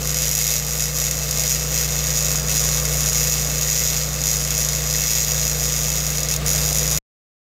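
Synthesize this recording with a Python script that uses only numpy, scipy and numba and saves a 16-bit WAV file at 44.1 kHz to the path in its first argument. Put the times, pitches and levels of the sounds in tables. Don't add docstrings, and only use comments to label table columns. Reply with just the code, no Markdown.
import sys
import numpy as np
from scipy import signal
from scipy.fft import rfft, irfft
from scipy.io import wavfile
from scipy.ndimage import uniform_filter1d, minimum_filter1d, map_coordinates
from numba import njit

SR = 44100
rng = np.random.default_rng(int(sys.argv[2]) if len(sys.argv) > 2 else 0)


def master_out(mix):
    frames = np.transpose(np.atleast_2d(mix))
    ceiling = np.clip(frames, -1, 1)
    pcm = np.round(ceiling * 32767).astype(np.int16)
    wavfile.write(sys.argv[1], SR, pcm)


N = 328098
T = np.arange(N) / SR
STOP_S = 6.987
FIRING_HZ = 30

# (time [s], relative level [dB])
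CRACKLE_LEVEL = [(0.0, -30), (0.21, -23.5), (0.54, -21.5), (0.62, -30), (0.83, -25), (0.93, -31.5),
                 (0.97, -22), (1.22, -29.5), (1.48, -21.5), (1.67, -30), (1.81, -19), (1.87, -26.5),
                 (2.37, -21.5), (2.41, -31.5), (2.53, -20.5), (2.86, -25.5), (3.32, -21), (3.48, -27),
                 (3.81, -20.5), (4.14, -30), (4.31, -21.5), (4.45, -28.5), (4.51, -23.5), (4.88, -26.5),
                 (5.11, -18.5), (5.4, -24), (6.22, -26.5), (6.34, -24), (6.44, -32), (6.47, -20),
                 (6.96, -25.5), (6.98, -18.5)]
# (time [s], short-circuit rate [Hz])
SHORTING_RATE = [(0, 104), (.5, 117), (1.6, 122), (2, 117), (2.4, 98), (2.65, 118), (3.9, 120), (4.15, 106),
                 (5, 113), (5.8, 117), (6.3, 104), (7, 108)]
# (time [s], relative level [dB])
BIG_DROPS = [(0.1441, -5), (0.3132, -3), (0.3511, -3), (1.1109, -4), (1.3104, -4), (2.3565, -4),
             (2.8529, -7), (3.1308, -4), (3.6117, -6), (4.2378, -5), (4.5057, -6), (4.6872, -5),
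             (5.2041, -3), (5.247, -4), (6.2317, -5), (6.2866, -8), (6.3121, -5), (6.3629, -4),
             (6.4632, -5), (6.7286, -4)]
# (start [s], end [s])
LONG_ARC_SPANS = [(6.26, 6.284), (6.366, 6.46)]
# (frequency [Hz], relative level [dB])
BODY_SPECTRUM = [(150, -46), (900, -28.5), (1700, -27.5), (2200, -18), (3000, -18), (4300, -16.5),
                 (5100, -9.5), (5750, -1), (6300, -8), (6720, 3), (7150, -9), (7550, -6), (8100, -21.5),
                 (10000, -40.5)]
# (frequency [Hz], relative level [dB])
EDGE_SPECTRUM = [(5000, -33), (8000, -10.5), (9300, -0.5), (11500, -1), (12800, -2.5), (13900, -1),
                 (15000, -2.5), (15800, -13)]
# (frequency [Hz], relative level [dB])
SIZZLE_SPECTRUM = [(200, -13), (1200, -17), (3000, -6.5), (4700, -4.5), (6500, -1.5), (7400, -4.5),
                   (8500, -8), (11300, -11.5), (13700, -24.5), (15800, -35)]
# (frequency [Hz], relative level [dB])
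HISS_SPECTRUM = [(6000, -24.5), (11500, -19.5), (12800, 0.5), (14000, 1), (15800, -17)]
# (mean delay [ms], gain [dB])
ECHO_PATHS = [(1.191, -1), (2.38, -30.5), (3.551, -3), (5.12, -9)]
# (frequency [Hz], time to decay by 60 dB [s], gain at resonance [dB])
STEEL_MODES = [(1450, .018, 2.5), (1911, 0.023, 8.5), (2127, 0.021, 8), (2622, 0.068, 8), (3684, 0.051, 5),
               (4130, .07, 1.5), (4900, 0.049, 8), (5090, 0.11, -0.5), (5950, 0.023, -6), (6540, 0.046, 4),
               (6400, .07, -12.5), (6993, .08, -1), (7450, .08, 4.5), (7420, 0.064, -10)]
# (time [s], relative level [dB])
GENERATOR_LEVEL = [(0.0, -28), (0.06, -26.5), (0.54, -29.5), (0.56, -29), (2.98, -24.5), (3.77, -27.5),
                   (4.99, -26.5), (5.07, -28.5), (5.21, -26), (6.33, -27), (6.46, -23.5), (6.95, -25.5)]
# (harmonic number [multiple of the firing rate], relative level [dB])
ENGINE_HARMONICS = [(1, -24), (2, 0.5), (3, -26), (4, -12), (5, 1), (6, -20), (7, -21.5), (8, -28.5),
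                    (9, -27.5), (10, -23.5), (12, -30.5), (13, -24), (14, -23.5), (15, -19), (16, -16.5),
                    (17, -13.5), (18, -23), (19, -26), (21, -20), (23, -24), (28, -26.5), (36, -24),
                    (37, -25), (40, -20), (43, -26.5)]
# (frequency [Hz], relative level [dB])
CLATTER_SPECTRUM = [(20, -12.5), (55, 0.5), (100, -1), (160, 3), (260, -2.5), (370, -7.5), (480, 2.5),
                    (680, 0.5), (900, -8.5), (1200, -4.5), (1650, -6), (3500, -16)]


def arc(cycles):
    crackle_db, = curves(CRACKLE_LEVEL)
    long_arc = sum(1. * (T > start) * (T < end) for start, end in LONG_ARC_SPANS)
    burning = sizzle(cycles, crackle_db - crackle_db.mean(), long_arc)
    impulses = short_circuits(crackle_db) * (1 - long_arc)
    return workshop(snaps(impulses) + burning)


def short_circuits(crackle_db, jitter=.1, spread_db=4.04, lull_s=.02, lull_db=-3.5, lock=.68):
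    rate_hz, = curves(SHORTING_RATE)
    drops_fed = np.cumsum(rate_hz) / SR
    chance = rng.standard_normal((4096, 2))
    big_s, big_db = np.transpose(BIG_DROPS)
    lull = sum((T > s - lull_s) & (T < s) for s in big_s)
    slosh_db = 1.7 * walk(25)
    level_db = crackle_db + 7 + slosh_db + lull_db * lull
    impulses = np.zeros(N)
    impulses[(big_s * SR).astype(int)] = undb(big_db - 6.8)
    run_bounds = np.interp(np.r_[0, np.sort(big_s), STOP_S], T, drops_fed)
    ripple_hz = 4 * FIRING_HZ
    used = 0
    for start, end in zip(run_bounds[:-1], run_bounds[1:]):
        count = max(1, round(end - start))
        wait, size = chance[used:used + count].T
        used += count
        gaps = np.exp(jitter * wait)
        gaps[-1] *= 1.4
        elapsed = np.cumsum(gaps)
        onset_s = np.interp(start + (end - start) * elapsed[:-1] / elapsed[-1], drops_fed, T)
        onset_s -= lock * np.sin(2 * np.pi * (ripple_hz * onset_s - .64)) / (2 * np.pi * ripple_hz)
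        at = (onset_s * SR).astype(int)
        strength = np.tanh((wait + size)[:-1] / 2)
        impulses[at] = undb(level_db[at] + spread_db * strength)
    return impulses


def snaps(impulses, body_db=3, edge_db=17):
    return undb(body_db) * bounces(snap_body(impulses)) + undb(edge_db) * snap_edge(impulses)


def snap_body(impulses, spit_db=-26, spit_s=.00064):
    t = T[:SR // 100]
    spit = convolve(impulses, np.exp(-t / spit_s)) * rng.standard_normal(N)
    response = minimum_phase(BODY_SPECTRUM)
    body = convolve(impulses + undb(spit_db) * spit, response / np.abs(response).max())
    body = disperse(body, hz=6500, width_hz=2200)
    return disperse(body, hz=2800, width_hz=1800)


def snap_edge(impulses, decay_s=.0004, path_loss_db=-4, spray_db=-9, brighten=.17):
    t = T[:SR // 100]
    arrivals = np.exp(-t / decay_s)
    for k, (ms, db) in enumerate(ECHO_PATHS[:2]):
        age = t - ms / 1000
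        arrivals += undb(db + path_loss_db * k) * (age > 0) * np.exp(-np.abs(age) / decay_s)
    sharp = impulses * (impulses / impulses[impulses > 0].mean()) ** brighten
    spray = convolve(sharp, arrivals / np.linalg.norm(arrivals)) * rng.standard_normal(N)
    scattered = scatter(sharp, arrivals, count=6)
    edge = convolve(scattered + undb(spray_db) * spray, minimum_phase(EDGE_SPECTRUM))
    for hz in 13100, 13700, 14300:
        edge = disperse(edge, hz, width_hz=450)
    return edge


def sizzle(cycles, surge_db, long_arc, fizz_db=-32, hiss_db=-35, ripple=.067, fade_db=-10):
    current = 1 + ripple * np.cos(2 * np.pi * (4 * cycles - .8))
    fizz = rng.standard_normal(N) * undb(3 * walk(550)) * current
    fizz = unit(convolve(fizz, minimum_phase(SIZZLE_SPECTRUM))) * undb(fizz_db + .49 * surge_db)
    hiss = noise(HISS_SPECTRUM) * undb(hiss_db + .7 * surge_db)
    burning = fizz + hiss
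    treble = signal.sosfiltfilt(signal.butter(3, 7800, "high", fs=SR, output="sos"), burning)
    treble_gain = undb(fade_db * uniform_filter1d(long_arc, size=2048))
    return burning + (treble_gain - 1) * treble


def bounces(x, drift=.0025):
    stretch = 1 + drift * (1 - 2 * T / STOP_S)
    return x + sum(undb(db) * map_coordinates(x, [(T - ms / 1000 * stretch) * SR], order=3)
                   for ms, db in ECHO_PATHS)


def workshop(x, near_db=-13, near_t60=.06, room_db=-12, room_t60=.084, absorb_hz=12000):
    t = T[:SR // 4]
    ring, tail = 0, 0
    for hz, t60, db in STEEL_MODES:
        decay = undb(-60 * t / t60)
        ring = ring + undb(db) * np.cos(2 * np.pi * hz * t) * 2 * decay / decay.sum()
    for db, t60 in (near_db, near_t60), (room_db, room_t60):
        decay = undb(-60 * t / t60) * np.minimum(t / .0055, 1)
        tail = np.hypot(tail, undb(db) * decay / np.linalg.norm(decay))
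    dull = signal.sosfilt(signal.butter(1, absorb_hz, fs=SR, output="sos"), x)
    return x + convolve(x, ring) + np.linalg.norm(tail) * scatter(dull, tail, count=4)


def scatter(x, envelope, count):
    out = 0
    for k in range(count):
        response = rng.standard_normal(len(envelope)) * envelope
        share = np.cos(np.pi / 2 * np.clip(T / T[-1] * (count - 1) - k, -1, 1))
        out = out + share * convolve(x, response / np.linalg.norm(response))
    return out


def disperse(x, hz, width_hz):
    radius = np.exp(-np.pi * width_hz / SR)
    poles = [1, -2 * radius * np.cos(2 * np.pi * hz / SR), radius ** 2]
    return signal.lfilter(poles[::-1], poles, x)


def generator(cycles, hum_db=.9, clatter_db=-7.5, knock_depth=.93, knock_width=.036):
    level_db, = curves(GENERATOR_LEVEL)
    hum = 0
    for order, db in ENGINE_HARMONICS:
        waver_db = (3 * min(order / 20, 1) - .5) * walk(22)
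        hum = hum + undb(db + waver_db) * np.sin(2 * np.pi * (order * cycles + rng.random()))
    knocks = sum(np.exp(-((cycles % 1 - phase) / knock_width) ** 2) for phase in (.48, .67))
    clatter = unit(noise(CLATTER_SPECTRUM) * (1 + knock_depth * knocks))
    return undb(level_db) * (undb(hum_db) * unit(hum) + undb(clatter_db) * clatter)


def engine_cycles():
    return FIRING_HZ * T + .1 * walk(2.5) / (2 * np.pi)


def cooling_fan(hz=199.3, level_db=-50):
    return undb(level_db) * unit(np.sin(2 * np.pi * hz * T))


def undb(db):
    return 10 ** (np.asarray(db) / 20)


def unit(x):
    return x / np.sqrt(np.mean(x ** 2))


def curves(table):
    times, *columns = np.transpose(table)
    return [np.interp(T, times, column) for column in columns]


def walk(rate_hz):
    knots = signal.resample(rng.standard_normal(4096), 4096 * 8)
    return np.interp(T * rate_hz, np.arange(len(knots)) / 8, knots)


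def convolve(x, response):
    return signal.fftconvolve(x, response)[:N]


def minimum_phase(spectrum, size=4096):
    hz, db = np.transpose(spectrum)
    bins_hz = np.maximum(np.arange(size // 2 + 1) * SR / size, 1)
    magnitude = undb(np.interp(np.log(bins_hz), np.log(hz), db))
    cepstrum = irfft(np.log(magnitude))
    cepstrum[1:size // 2] *= 2
    cepstrum[size // 2 + 1:] = 0
    return irfft(np.exp(rfft(cepstrum)))


def noise(spectrum):
    return unit(convolve(rng.standard_normal(N), minimum_phase(spectrum)))


@njit
def held_peak(x, retention):
    envelope, peak = np.empty(len(x)), 0.
    for i in range(len(x)):
        peak = max(abs(x[i]), peak * retention)
        envelope[i] = peak
    return envelope


def limiter(x, threshold_db=-5.5, ratio=5, release_s=.05):
    peak = held_peak(x, np.exp(-1 / (release_s * SR)))
    gain = np.maximum(peak / undb(threshold_db), 1) ** (1 / ratio - 1)
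    return x * uniform_filter1d(minimum_filter1d(gain, size=129), size=129)


def scene():
    cycles = engine_cycles()
    running = np.clip((STOP_S - T) / .002, 0, 1)
    return ((arc(cycles) + generator(cycles) + cooling_fan()) * running)[None]


def record(dry):
    rumble_cut = signal.butter(1, 20, "high", fs=SR, output="sos")
    top_cut = signal.ellip(10, .2, 80, 15650, fs=SR, output="sos")
    rounded = np.tanh(limiter(dry[0]))
    return signal.sosfilt(top_cut, signal.sosfilt(rumble_cut, rounded))[None]


dry = scene()
out = record(dry)
master_out(out)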